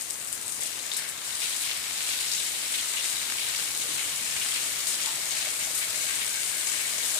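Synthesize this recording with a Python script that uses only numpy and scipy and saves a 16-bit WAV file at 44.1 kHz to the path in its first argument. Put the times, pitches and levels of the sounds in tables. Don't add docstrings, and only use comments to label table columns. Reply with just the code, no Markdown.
import sys
import numpy as np
from scipy import signal
from scipy.fft import rfft, irfft, next_fast_len
from scipy.io import wavfile
from scipy.ndimage import uniform_filter1d, map_coordinates

SR = 44100
rng = np.random.default_rng(int(sys.argv[2]) if len(sys.argv) > 2 else 0)


def file_out(sig):
    cols = np.atleast_2d(sig).T
    lim = np.clip(cols, -1, 1)
    pcm = np.round(lim * 32767).astype(np.int16)
    wavfile.write(sys.argv[1], SR, pcm)


N = 317065

LAYER_HZ = [90, 400, 1100, 1900, 3500, 7500, 12500]
# (time [s], level before the port and pitch gains [dB], centre [Hz],
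# spatter against the splash level [dB], spatter length [s])
SPLASHES = [(.01, -20, 8000, -11, .03), (.0205, -21, 8300, -16, .02), (0.026, -24, 8300, -16, .02),
            (0.102, -18, 7760, -11, 0.027), (0.108, -19, 8500, -14, .03), (.129, -22.5, 7840, -10, .05),
            (.2, -26, 6500, -19, .03), (.2737, -19, 8190, -16, .05), (0.3284, -14, 8630, -20, .046),
            (0.413, -21, 8650, -18, .04), (.4245, -22, 8500, -18, .03), (.4715, -25, 8500, -21, .03),
            (.4803, -17, 8450, -19, .05), (0.516, -25, 8300, -20, .03), (0.522, -15, 8000, -15, .06),
            (0.58, -23, 7500, -18, .04), (.6078, -19, 8200, -9, .04), (0.62, -17, 7700, -12, .05),
            (0.634, -16, 8320, -13, .06), (.6611, -17, 8040, -15, .05), (0.796, -26, 3950, -18, .03),
            (0.866, -18, 7470, -17, .05), (0.918, -17, 3680, -13, .03), (.937, -16, 8220, -16, 0.027),
            (.942, -25, 4160, -8, .06), (0.967, -15.5, 8400, -11, 0.048), (0.974, -24, 8500, -16, .03),
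            (1.08, -21, 8240, -16, .03), (1.09, -17, 8000, -16, .03), (1.097, -22, 10000, -15, .031),
            (1.2508, -22, 8500, -14, .03), (1.419, -23, 2400, -6, .05), (1.4335, -23, 5800, -14, .04),
            (1.5055, -28, 6000, -16, .03), (1.526, -21, 3200, -12, .02), (1.5665, -18, 8000, -14, .04),
            (1.712, -25, 3800, -7, .04), (2.1088, -25, 3700, -14, .03), (2.1324, -21, 3700, -11, .03),
            (2.317, -18.5, 5400, -5, 0.055), (2.3355, -23, 5600, -10, .03), (2.3515, -17, 6550, -13, .04),
            (2.355, -21, 6600, -12, .03), (2.7225, -17, 8100, -14, .04), (2.739, -25, 3420, -14, .02),
            (2.7475, -21, 3140, -5, .02), (2.753, -22, 3700, -11, .025), (2.7875, -29, 2980, -12, 0.033),
            (2.793, -23.5, 4200, -14, .03), (2.971, -21, 2870, -13, .02), (2.9777, -32, 3300, -12, .02),
            (2.9916, -23, 3800, -10, .02), (2.995, -22, 2820, -17, .02), (3.0978, -19, 8300, -18, .03),
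            (3.15, -23, 5000, -11, .04), (3.384, -23, 3170, -14, .03), (3.488, -18, 8190, -13, .04),
            (3.561, -22, 4660, -5, 0.034), (3.776, -14, 8000, -16, .05), (3.826, -25, 3700, -14, .03),
            (3.994, -25, 2240, -17, .04), (4.312, -22, 5800, -16, .03), (4.3668, -26, 2340, -8, .04),
            (4.421, -25, 2800, -7, .03), (4.509, -18, 8260, -20, .03), (4.522, -19, 3280, -16, .02),
            (4.559, -22.5, 2380, -4, .035), (4.8713, -17, 8350, -10.5, .08), (4.872, -20, 4670, -12, .05),
            (4.8785, -16, 9100, -14, .04), (4.886, -19, 8500, -16, .03), (5.3094, -22, 7170, -9, .07),
            (5.3694, -26, 2200, -14, .07), (5.6094, -21.5, 7000, -6, 0.12), (5.6117, -27, 2300, -12, .03),
            (5.753, -26, 9270, -6, .07), (5.825, -20, 2310, -8, .04), (5.991, -32, 2080, -19, .02),
            (6.096, -25, 2200, -6, .05), (6.108, -25, 2000, -10, .03), (6.67, -16, 7280, -12, 0.064),
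            (6.737, -25, 2300, -12, .04), (6.808, -20, 2160, -7, .05), (6.9815, -19, 6300, -12, .03),
            (7.033, -20, 3770, -14, .03), (7.098, -17, 6500, -10, .03), (7.143, -15, 7600, -7.5, 0.076)]
# (time [s], level before the port gains [dB], lowest ring [Hz], length [s])
DRIPS = [(3.842, -47, 480, .05), (3.889, -46, 300, .05), (5.064, -41.5, 900, .07), (5.172, -47, 570, .033),
         (5.262, -45, 600, .033), (5.436, -46, 600, .03), (5.462, -41, 600, .038), (5.663, -43, 660, .036),
         (5.705, -47, 600, .04), (5.959, -47, 600, .035)]
# (pitch [Hz], left [dB], right [dB])
PORT_GAINS = [(49, -30, -31), (92, -14.5, -18.5), (140, -16.5, -18), (198, -16, -18.5), (604, -14, -16),
              (920, -12, -15.5), (2050, -5, -13), (2720, -6.5, -10), (4170, -6, -10), (5730, -7, -11.5),
              (6700, -4, -11), (10000, -5.5, -9), (12140, -13.5, -12.5), (14800, -15.5, -16.5)]
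# (pitch [Hz], width [Hz], boost [dB])
LEFT_RESONANCES = [(87, 15, 2.5), (689, 43, 0.5), (6960, 170, 3.5), (8120, 960, 6), (9300, 210, 5)]
RIGHT_RESONANCES = [(88, 14, 3), (2840, 200, 2.5), (6950, 200, 2), (8300, 900, 1.5), (9400, 400, 1.5)]
# (pitch [Hz], likeness [0-1])
LIKENESS = [(60, 0.99), (290, 0.99), (640, 0.58), (1400, 0.04)]
# (left delay [s], right delay [s], gain [dB])
ECHOES = [(.0074, 0.009, -15.5), (0.013, 0.02, -16), (0.021, 0.04, -20.5)]
# (time [s], left minus right against its mean [dB])
SIDE_LEAN = [(0, 2), (.7, 2), (1.3, 0), (2, -.6), (5, -.4), (6, .6), (7.19, .6)]
# (pitch [Hz], width [Hz], left minus right [dB])
SURFACES = [(624, 51, 5), (1620, 160, 14), (2207, 115, 10), (3800, 660, 17)]
# (time [s], first surface [dB], second [dB], third [dB], fourth [dB])
SURFACE_LEVELS = [(0, -84, -81, -74, -57), (1.2, -70, -57, -52, -44), (1.5, -70, -70, -53, -42),
                  (3.5, -80, -72, -51, -40.5), (4.4, -71, -68, -50, -48), (4.9, -59, -69, -47.5, -45),
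                  (6, -56.5, -51, -44.5, -45.5), (6.7, -63, -47, -43.5, -50), (7.19, -54, -57, -49, -38)]
# (time [s], bright drops [dB], dull patter [dB])
PATTER_LEVELS = [(0, -41, -47.5), (.44, -41, -48), (.84, -40, -44), (1.17, -42.5, -45.5),
                 (1.235, -41.5, -45.5), (1.255, -38, -42), (1.7, -37, -39), (1.88, -38, -40.5),
                 (2.05, -35, -38), (2.6, -36, -38.5), (3.3, -35.5, -38.5), (3.6, -34.5, -38.5),
                 (3.74, -35, -41.5), (3.9, -35.5, -39), (4.6, -35, -38), (5.2, -35.5, -40),
                 (5.7, -35.5, -41), (5.99, -34, -39.5), (6.43, -34.5, -39.5), (7.19, -33.5, -38)]
# (time [s], swell at the centre [dB], centre [Hz], spread [octaves], length [s])
GUSHES = [(0, 3, 7500, 0.54, 0.069), (0.322, 6, 10400, .5, 0.037), (.46, 2.7, 8800, 0.42, 0.12),
          (0.6, 1.5, 7500, 0.79, 0.17), (0.617, 3, 3200, 0.39, 0.18), (0.913, 6, 4300, 0.4, 0.14),
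          (0.963, 6, 10000, .45, 0.071), (0.98, 7, 1840, 0.28, 0.15), (1.08, 5, 11000, .5, 0.049),
          (1.413, 5, 2500, 0.36, 0.097), (1.64, 3, 2600, 0.25, 0.046), (1.69, 5, 2620, .35, 0.044),
          (1.402, 4, 7000, 0.69, 0.16), (1.606, 3, 3800, 0.39, .16), (1.605, 6, 11500, .5, 0.062),
          (2.07, 3.5, 3440, 0.26, 0.2), (2.073, 2, 8560, .35, 0.05), (2.197, 3.5, 8000, 0.64, 0.038),
          (2.315, 3, 5100, 0.77, 0.16), (2.708, 2.5, 10600, 0.38, 0.1), (2.737, 6, 2900, 0.45, .035),
          (2.783, 6.5, 2900, 0.4, 0.023), (2.965, 7.5, 3000, 0.35, 0.055), (3.037, 3, 8800, 0.65, 0.1),
          (3.377, 3.5, 2780, 0.35, 0.22), (3.81, 3, 3700, 0.58, 0.04), (3.98, 6, 2400, 0.38, 0.07),
          (4.364, 3.5, 2320, 0.4, 0.04), (4.412, 6, 2700, .4, .04), (4.488, 0, 2400, .4, .05),
          (4.418, 3, 8800, 0.41, 0.12), (4.543, 4.5, 2700, 0.72, 0.053), (4.868, 4.5, 6470, 0.54, 0.095),
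          (5.012, 3, 7000, .6, 0.083), (4.99, 3.5, 2740, 0.61, 0.11), (5.305, 3, 3600, 0.76, 0.19),
          (5.308, 0.5, 8550, 0.57, 0.16), (5.367, 2.5, 2180, 0.44, 0.21), (5.598, 5.5, 2500, 0.45, 0.053),
          (5.744, 4, 11000, 0.7, 0.1), (5.812, 4.5, 2500, 0.58, 0.058), (6.064, 3.5, 2300, 0.61, 0.15),
          (6.208, 4.5, 2800, 0.6, 0.036), (6.396, 1, 10300, 0.43, 0.23), (6.668, 1.5, 6760, 0.57, 0.13),
          (6.725, 2.5, 2300, 0.45, 0.18), (7.047, 3.5, 8800, 0.59, 0.065)]
# (time [s], rumble [dB], roar [dB], drumming [dB])
BASS_LEVELS = [(0, -62.5, -57, -55.5), (.7, -64.5, -54, -53), (1.2, -65.5, -57, -51.5),
               (1.6, -62, -56.5, -49.5), (2.4, -64, -54.5, -51.5), (3, -65, -56, -50),
               (3.8, -62, -53, -49.5), (4.4, -59, -54.5, -50), (5.1, -64, -53.5, -49.5),
               (5.8, -61.5, -55, -49.5), (6.4, -63.5, -54.5, -51), (7.19, -63, -52.5, -49)]
# (pitch [Hz], ring-down [s], drops [per s], level [dB])
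PAVING_TICKS = [(2318, .0044, 300, -50.5), (2970, 0.0043, 300, -50), (4050, 0.0032, 350, -49),
                (5100, .0019, 300, -48)]

RAIN_DB = -30
LOW_FOLLOWS, SPRAY_FOLLOWS = 0.7, 0.9
GUSH_ATTACK_S = 0.0024
TOP_HZ = 15300
T = np.arange(N) / SR
SIZE = next_fast_len(N)
HZ = np.maximum(np.arange(SIZE // 2 + 1) * SR / SIZE, 1)


def undb(db):
    return 10 ** (np.asarray(db) / 20)


def unit(x):
    return x / np.sqrt(np.mean(x ** 2))


def walk(rate):
    hold = int(SR / rate)
    held = np.repeat(rng.standard_normal(N // hold + 1), hold)[:N]
    return unit(uniform_filter1d(held, hold))


def fade(x, t60):
    return signal.lfilter([1], [1, -np.exp(-np.log(1000) / (t60 * SR))], x)


def spikes(per_s, spread_db, shape):
    chance = rng.random(shape) * SR / per_s
    hit = chance < 1
    out = np.zeros(shape)
    out[hit] = undb(-spread_db * np.log(1 - .97 * chance[hit]))
    return out


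def gushes(hz):
    out = np.zeros(N + SR)
    for s, db, centre_hz, octaves, lasting in GUSHES:
        t, start = T[:int(2 * lasting * SR)], int(s * SR)
        near = np.exp(-.5 * (np.log2(hz / centre_hz) / octaves) ** 2)
        shape = np.clip(t / GUSH_ATTACK_S, 0, 1) * np.exp(-1.33 * (t / lasting) ** 2.8)
        out[start:start + len(t)] += db * near * shape
    return out[:N]


def patter_curves():
    s, bright_db, dull_db = np.transpose(PATTER_LEVELS)
    return np.interp(T, s, bright_db), np.interp(T, s, dull_db), np.interp(T, s, dull_db - dull_db.mean())


def drips():
    out, t = np.zeros(N + SR), T[:SR // 4]
    for s, db, hz, lasting in DRIPS:
        ring = sum(gain * np.sin(2 * np.pi * ratio * hz * t) for ratio, gain in [(1, 1), (1.13, 0.8), (1.24, .5)])
        gurgle = 1 + 0.37 * unit(uniform_filter1d(rng.standard_normal(len(t)), SR // 150))
        swell = (1 - np.exp(-t / 0.0034)) * np.exp(-3 * (t / lasting) ** 2)
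        start = int(s * SR)
        out[start:start + len(t)] += undb(db) * ring * gurgle * swell
    return out[:N] * undb([[1.6], [-1.6]])


def ringing():
    s, *columns = np.transpose(SURFACE_LEVELS)
    out = 0
    for (hz, width, pan_db), db in zip(SURFACES, columns):
        blows = fade(spikes(450, 2.9, (N,)), 0.0084) * rng.standard_normal((2, N))
        resonance = 1 / (1 + (2 * (HZ - hz) / width) ** 2)
        ring = irfft(rfft(blows, SIZE) * resonance, SIZE)[:, :N]
        level_db = np.interp(T, s, db) + gushes(hz) - np.array([[0], [pan_db]])
        out = out + unit(ring) * undb(level_db)
    return out


def plips(count=1500):
    out, t = np.zeros((2, N + SR)), T[:SR // 60]
    dull_db = patter_curves()[2]
    for s, pitch, size, side, lag in rng.random((count, 5)):
        hz = 1500 * 4.5 ** pitch
        ring = np.sin(2 * np.pi * hz * t * (1 + 0.0047 * hz * t / 2)) * np.exp(-t * hz / 7)
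        start, late = int(s * N), int(20 * lag)
        gain = undb(-52 + 2.5 * pitch - 4.5 * np.log(1 - .97 * size) + dull_db[start])
        out[0, start:start + len(t)] += ring * gain * undb(2.0 + 4.7 * (side - 1.0))
        out[1, start + late:start + late + len(t)] += ring * gain * undb(-4.0 - 7.9 * (side - .5))
    return out[:, :N]


def click(hz, t60, per_s, spread_db):
    r = np.exp(-np.log(1000) / (t60 * SR))
    ring = [1, -2 * r * np.cos(2 * np.pi * hz / SR), r * r]
    return unit(signal.lfilter([1, -1], ring, spikes(per_s, spread_db, (2, N))))


def ticks():
    out = sum(click(hz, t60, per_s, spread_db=4.0) * undb(db + gushes(hz)) for hz, t60, per_s, db in PAVING_TICKS)
    thin = signal.butter(3, 1200, "high", fs=SR, output="sos")
    return signal.sosfilt(thin, out) * undb(patter_curves()[2]) * undb([[3], [-3]])


def splashes():
    out, t = np.zeros((2, N + SR)), T[:SR // 6]
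    for s, db, hz, spatter_db, lasting in SPLASHES:
        cycles = np.maximum(hz * (t - np.array([[0], [.0002]])), 0)
        decay = .45 * np.exp(-cycles / 1.5) + .6 * np.exp(-cycles / 6.5)
        crack = np.sin(2 * np.pi * cycles) * decay * (hz / 8000) ** .25
        no_bass = signal.butter(2, hz / 2.5, "high", fs=SR, output="sos")
        crack = signal.sosfilt(no_bass, crack)
        droplets = np.exp(-3 * (t / lasting) ** 2.13) * (.3 + fade(spikes(440, 2.75, t.shape), 0.0065))
        band = signal.butter(1, [hz / 1.16, min(hz * 1.17, .45 * SR)], "band", fs=SR, output="sos")
        spatter = undb(spatter_db) * signal.sosfilt(band, droplets * rng.standard_normal((2, len(t))))
        start = int(s * SR)
        out[:, start:start + len(t)] += (crack + spatter) * undb(db + np.array([[5.5], [-2]]))
    return out[:, :N]


def port_colour():
    hz, *sides = np.transpose(PORT_GAINS)
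    out = [np.interp(np.log(HZ), np.log(hz), side) for side in sides]
    for k, modes in enumerate((LEFT_RESONANCES, RIGHT_RESONANCES)):
        out[k] = out[k] + sum(boost / (1 + (2 * (HZ - f) / width) ** 2) for f, width, boost in modes)
    return undb(out)


def layer_changes():
    s, *bass = np.transpose(BASS_LEVELS)
    bright_db, dull_db, _ = patter_curves()
    rows = [np.interp(T, s, db) for db in bass]
    rows = np.array(rows + [LOW_FOLLOWS * dull_db, dull_db, bright_db, SPRAY_FOLLOWS * bright_db])
    return rows - rows.mean(axis=1, keepdims=True)


def drop_noise():
    hz, likeness = np.transpose(LIKENESS)
    like = np.interp(np.log(HZ), np.log(hz), likeness)
    colour, spectra = port_colour(), []
    big = unit(fade(spikes(400, 5.1, (N,)), 0.012))
    small = unit(fade(spikes(1000, 4.5, (N,)), 0.011))
    for gate in (1, big, small):
        a, b = rfft(rng.standard_normal((2, N)) * gate, SIZE)
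        spectra.append(colour * np.array([a, like * a + np.sqrt(1 - like ** 2) * b]))
    return spectra


def rain():
    rows, spectra = layer_changes(), drop_noise()
    out, step = 0, 1 / 3
    for octave in np.arange(5, 14.5, step):
        band = np.cos(np.pi / 2 * np.clip((np.log2(HZ) - octave) / step, -1, 1)) ** 2
        near = np.interp(octave, np.log2([300, 1500, 4000, 8000, 13000]), [0.1, 0.22, 0.35, 0.34, 0.15])
        fine = np.clip((octave - 11.5) / 1.67, 0, 1)
        mix = np.sqrt([1 - near, near * (1 - fine), near * fine])
        place = np.interp(octave, np.log2(LAYER_HZ), np.arange(len(rows)))
        k = min(int(place), len(rows) - 2)
        layer_db = rows[k] + (place - k) * (rows[k + 1] - rows[k])
        flicker_db = 0.14 * walk(3.32) + near * 2.44 * walk(12)
        top = np.flatnonzero(band > 1e-9)[-1] + 1
        mixed = band[:top] * sum(m * v[:, :top] for m, v in zip(mix, spectra))
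        out = out + undb(layer_db + gushes(2 ** octave) + flicker_db) * irfft(mixed, SIZE)[:, :N]
    turn = np.interp(T, *np.transpose(SIDE_LEAN)) / 2
    return unit(out) * undb(RAIN_DB + np.array([turn, -turn]))


def porch(dry):
    out = dry.copy()
    for *lags, db in ECHOES:
        drift = 0.000494 * np.cumsum(walk(1.498)) / SR
        for k in range(2):
            heard_at = (T - lags[k] - drift) * SR
            out[k] += undb(db) * map_coordinates(dry[k], [heard_at], order=1, mode="mirror")
    return out


def scene():
    return drips() + splashes() + porch(ringing() + plips() + ticks() + rain())


def record(dry):
    return signal.sosfilt(signal.ellip(10, .2, 75, TOP_HZ, fs=SR, output="sos"), dry)


dry = scene()
out = record(dry)
file_out(out)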